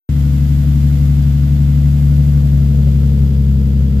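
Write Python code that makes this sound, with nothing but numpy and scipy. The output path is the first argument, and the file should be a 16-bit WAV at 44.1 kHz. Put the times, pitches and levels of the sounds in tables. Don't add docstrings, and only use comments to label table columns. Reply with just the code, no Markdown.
import sys
import numpy as np
from scipy.fft import rfft, irfft, next_fast_len
from scipy.io import wavfile
from scipy.ndimage import map_coordinates

SR = 44100
rng = np.random.default_rng(int(sys.argv[2]) if len(sys.argv) > 2 else 0)


def dump(signal):
    limited = np.clip(np.atleast_2d(signal).T, -1, 1)
    pcm = np.round(limited * 32767).astype(np.int16)
    wavfile.write(sys.argv[1], SR, pcm)


N = 176400
CYLINDER_COUNT = 6
# t/s, firing rate f/Hz
FIRING_RATE = [(0.09, 71.67), (0.3, 70.41), (0.55, 71.06), (0.8, 71.16), (1.05, 71.03), (1.35, 70.49),
               (1.6, 71.21), (1.85, 71.21), (2.1, 71.63), (2.3, 71.56), (2.55, 70.31), (2.85, 69.89),
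               (3.1, 69.44), (3.3, 68.85), (3.6, 67.54), (3.98, 67.79)]


def amp(db):
    return 10 ** (np.asarray(db) / 20)


def along(points, hz):
    f, values = np.transpose(points)
    return np.interp(np.log(hz + 1), np.log(f + 1), values)


def curves(rows):
    times, *columns = np.transpose(rows)
    return [np.interp(np.arange(N) / SR, times, column) for column in columns]


def wobble(rate):
    return map_coordinates(rng.standard_normal(int(N * rate / SR) + 4), [np.arange(N) * rate / SR])


def filtered(x, response):
    size = next_fast_len(N + SR // 2)
    return irfft(rfft(x, size) * response(np.fft.rfftfreq(size, 1 / SR)), size)[..., :N]


def noise(spectrum, gate=1):
    x = filtered(gate * rng.standard_normal(N), lambda hz: amp(along(spectrum, hz)))
    return x / np.sqrt(np.mean(x ** 2) + 1e-20)


def pan(db):
    gains = amp(np.array([db, -db]) / 2)
    return gains / gains.mean(0)


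def spread(pair, colour):
    # f/Hz, coherence
    coherence = [(500, 0.41), (1000, 0.35), (2000, 0), (14000, 0.0028)]
    # f/Hz, left minus right level/dB
    balance = [(60, 6.5), (120, -2), (240, 1.5), (470, 2.5), (920, 1.0), (1830, -4.5), (3630, -2),
               (7200, 5), (14300, 1)]
    angle = lambda hz: np.arccos(np.clip(along(coherence, hz), -1, 1)) / 2
    mid, side = filtered(pair, lambda hz: colour(hz) * np.array([np.cos(angle(hz)), np.sin(angle(hz))]))
    stereo = filtered(np.array([mid + side, mid - side]), lambda hz: pan(along(balance, hz)))
    return stereo / np.std(stereo.mean(0))


def position():
    # t/s, share of the way round
    walk = [(0, 0), (1.9, 0), (2.4, 0.3), (2.8, 0.79), (3.2, 1), (4, 0.97)]
    return np.clip(curves(walk)[0], 0, 1)


def crank():
    start, jitter = -.095, 0.0036
    return start + np.cumsum(curves(FIRING_RATE)[0]) / SR + jitter * wobble(35)


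def whir_peaks():
    # f/Hz, bandwidth/Hz, level behind/dB, level beside/dB
    bands = [(1164, 29, -64, -88), (1334, 85, -64, -61), (1455, 19, -63, -74), (1617, 110, -61.5, -67.5),
             (1890, 17, -64, -76), (2028, 19, -61.5, -72), (2153, 54, -63, -74), (2576, 30, -64, -80),
             (4835, 110, -63, -63.5)]
    centres, widths, behind_db, beside_db = np.transpose(bands)

    def heard(levels):
        peaks = lambda hz: sum(amp(db) / np.sqrt(width) / (1 + (2 * (hz - centre) / width) ** 2)
                               for centre, width, db in zip(centres, widths, levels))
        return spread(rng.standard_normal((2, N)), peaks) * np.linalg.norm(amp(levels))

    beside = position()
    return np.sqrt(1 - beside) * heard(behind_db) + np.sqrt(beside) * heard(beside_db)


def machinery(firings):
    # t/s, relative whir level/dB, relative hiss level/dB
    levels = [(0.1, -46.5, -50.5), (0.19, -46, -48.5), (1.04, -45.5, -48), (1.42, -46, -50),
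              (1.96, -47, -49), (3.01, -47, -51), (3.58, -49.5, -53), (3.98, -48.5, -53.5)]
    # f/Hz, relative density level/dB
    spectrum = [(410, -29.5), (700, -1), (746, -13.5), (805, -2), (998, -7.5), (1410, -6.5), (1810, -8),
                (2060, -6.5), (2250, -8), (3130, -6.5), (4350, -11), (4810, -10), (5670, -15),
                (7590, -14.5), (8840, -22.5), (12500, -14), (14500, -15)]
    whir_db, hiss_db = curves(levels)
    cycle_points, crossover_hz = 3750, 5600
    cycles = firings / CYLINDER_COUNT
    place = (cycles % 1) * cycle_points
    one_cycle = rng.standard_normal((2, cycle_points))
    periodic = np.array([map_coordinates(row, [place], mode="grid-wrap") for row in one_cycle])
    excitation = np.sqrt(0.5) * (periodic + rng.standard_normal((2, N)))
    low_share = lambda hz: 1 / (1 + (hz / crossover_hz) ** 10)
    colour = lambda hz: amp(along(spectrum, hz))
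    whir = spread(excitation, lambda hz: colour(hz) * np.sqrt(low_share(hz)))
    hiss = spread(rng.standard_normal((2, N)), lambda hz: colour(hz) * np.sqrt(1 - low_share(hz)))
    swing_db = np.cos(2 * np.pi * firings) - 0.23 * np.cos(2 * np.pi * cycles) + .5 * wobble(160)
    return amp(swing_db) * (amp(whir_db - .5) * whir + amp(hiss_db + 2) * hiss + whir_peaks())


def hum(firings):
    # multiple of the firing rate, level behind/dB
    partials = [(10, -60.5), (11, -61), (15, -64.5)]
    tones = sum(amp(db + 1.1 * wobble(4.08)) * np.sin(2 * np.pi * k * firings) for k, db in partials)
    return np.sqrt(2) * tones * amp(-8 * position())


def rumble():
    # f/Hz, relative density level/dB
    spectrum = [(20, -13), (45, 2), (110, -4.5), (220, -4.5), (290, -4), (350, -25), (600, -58),
                (1500, -100)]
    return amp(-36.5) * noise(spectrum)


def puffs(firings):
    # t/s, relative level/dB
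    levels = [(.1, -50), (.8, -45.5), (1.35, -46), (1.8, -46), (2.1, -40.5), (2.45, -41), (2.9, -37),
              (3.3, -37.5), (3.6, -39.5), (4, -38)]
    # f/Hz, relative density level/dB
    behind_spectrum = [(150, -35), (330, -3), (420, -5), (490, 4), (570, -4), (660, 0), (800, -18.5),
                       (1200, -33), (4000, -70)]
    # f/Hz, relative density level/dB
    beside_spectrum = [(150, -34), (330, -2.5), (410, -5.5), (480, -2), (560, -10.5), (660, -21),
                       (850, -18), (1200, -38), (4000, -70)]
    swing_db, scatter_db = 7.5, 1.5
    gate = amp(swing_db * np.cos(2 * np.pi * firings) + scatter_db * wobble(70))
    beside = position() ** 1.6
    gas = np.sqrt(1 - beside) * noise(behind_spectrum, gate)
    gas += np.sqrt(beside) * noise(beside_spectrum, gate)
    return amp(curves(levels)[0] - 3) * gas


def sputter():
    # t/s, level at the crest/dB
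    bursts = [(2.845, -36.5), (2.873, -25), (2.889, -38)]
    # f/Hz, relative density level/dB
    spectrum = [(200, -23), (450, 11), (650, -1), (850, -15), (1300, -36), (4000, -70)]
    half_length_s = 0.0018
    t = np.arange(N) / SR
    envelope = sum(amp(db) * np.exp(-((t - at) / half_length_s) ** 2) for at, db in bursts)
    return envelope * noise(spectrum)


def lope(firings):
    # multiple of the cycle rate, weight behind/dB, weight beside/dB
    orders = [(4, -42.8, -46.5), (5, -49.2, -46.5), (7, -52.7, -49.4), (8, -47.1, -41.1), (9, -34.7, -31.2),
              (10, -37.7, -37.5), (11, -37.8, -37.3), (13, -28.3, -32.5), (14, -39.9, -38.4),
              (15, -32.5, -29.7), (16, -38.8, -38.1), (17, -33.7, -33.2), (18, -31.7, -25.1),
              (19, -30.0, -27.4), (20, -37.1, -35.2), (21, -32.6, -34.4), (22, -38.8, -40.3),
              (23, -53.4, -53.0), (24, -42.7, -38.6), (25, -41.5, -46.5), (26, -44.2, -52.9),
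              (27, -49.8, -52.0), (28, -62.6, -49.6), (30, -63.4, -57.2), (33, -63.4, -51.0),
              (35, -59.9, -54.4), (36, -54.8, -48.6), (39, -67.6, -51.9), (40, -63.0, -50.9),
              (41, -60.4, -51.7), (42, -48.7, -51.3), (43, -63.8, -55.4), (48, -64.8, -50.7),
              (54, -57.4, -60.6)]
    cylinders = [(1.02, .011), (.91, .013), (1.06, -.02), (1.0, -.009), (1.06, -.014), (.96, .025)]
    pipe_delay_s, muffler_hz, muffler_width_hz, scatter_db = .0052, 242, 74, 1.62
    strength, lateness = np.transpose(cylinders)
    pulse_places = (np.arange(CYLINDER_COUNT) + lateness) / CYLINDER_COUNT
    cycles = firings / CYLINDER_COUNT
    cycle_hz = np.median(curves(FIRING_RATE)[0]) / CYLINDER_COUNT
    beside = position()
    tones = np.zeros(N)
    for k, behind_db, beside_db in orders:
        pulse_phase = np.angle(np.dot(strength, np.exp(-2j * np.pi * k * pulse_places)))
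        gain = (amp(behind_db) * (1 - beside) + amp(beside_db) * beside) * amp(scatter_db * wobble(7))
        hz = k * cycle_hz
        pipe_lag = 2 * np.pi * hz * pipe_delay_s
        muffler_lag = 2 * np.arctan2(hz * muffler_width_hz, muffler_hz ** 2 - hz ** 2)
        tones -= gain * np.cos(2 * np.pi * k * cycles + pulse_phase - pipe_lag - muffler_lag)
    return np.sqrt(2) * amp(0.02) * tones


def boom(firings):
    # t/s, fundamental level/dB, octave level/dB
    levels = [(0.1, -13.5, -17.5), (0.12, -14, -15.5), (0.67, -13, -14), (1.34, -13.5, -14),
              (2.22, -12.5, -12), (3.87, -12.5, -17.5), (3.94, -13, -17.5), (3.98, -10.5, -16.5)]
    fundamental_db, octave_db = curves(levels)
    octave_lag_s, scatter_db = 0.00074, 0.6
    trailing = firings - octave_lag_s * position() * curves(FIRING_RATE)[0]
    fundamental = amp(fundamental_db) * np.cos(2 * np.pi * firings)
    octave = amp(octave_db) * np.cos(2 * np.pi * 2 * trailing)
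    return -np.sqrt(2) * (fundamental + octave) * amp(scatter_db * wobble(23.24))


def scene():
    # t/s, delay of left behind right/s
    delay = [(0, -.00004), (1.2, .00002), (1.8, .00009), (4, .00018)]
    # t/s, left minus right level/dB
    balance = [(0, 3.2), (4, 2.6)]
    firings = crank()
    exhaust = boom(firings) + lope(firings) + hum(firings) + puffs(firings) + sputter() + rumble()
    half_lag = curves(delay)[0] * SR / 2
    stereo = np.array([map_coordinates(exhaust, [np.arange(N) + shift], mode="nearest")
                       for shift in (-half_lag, half_lag)])
    return stereo * pan(curves(balance)[0]) + machinery(firings)


def record(dry):
    start_s, rise_s, top_hz = 0.0899, 0.0016, 14600
    gate = np.clip((np.arange(N) / SR - start_s) / rise_s, 0, 1)
    return filtered(dry * gate, lambda hz: hz < top_hz)


dry = scene()
out = record(dry)
dump(out)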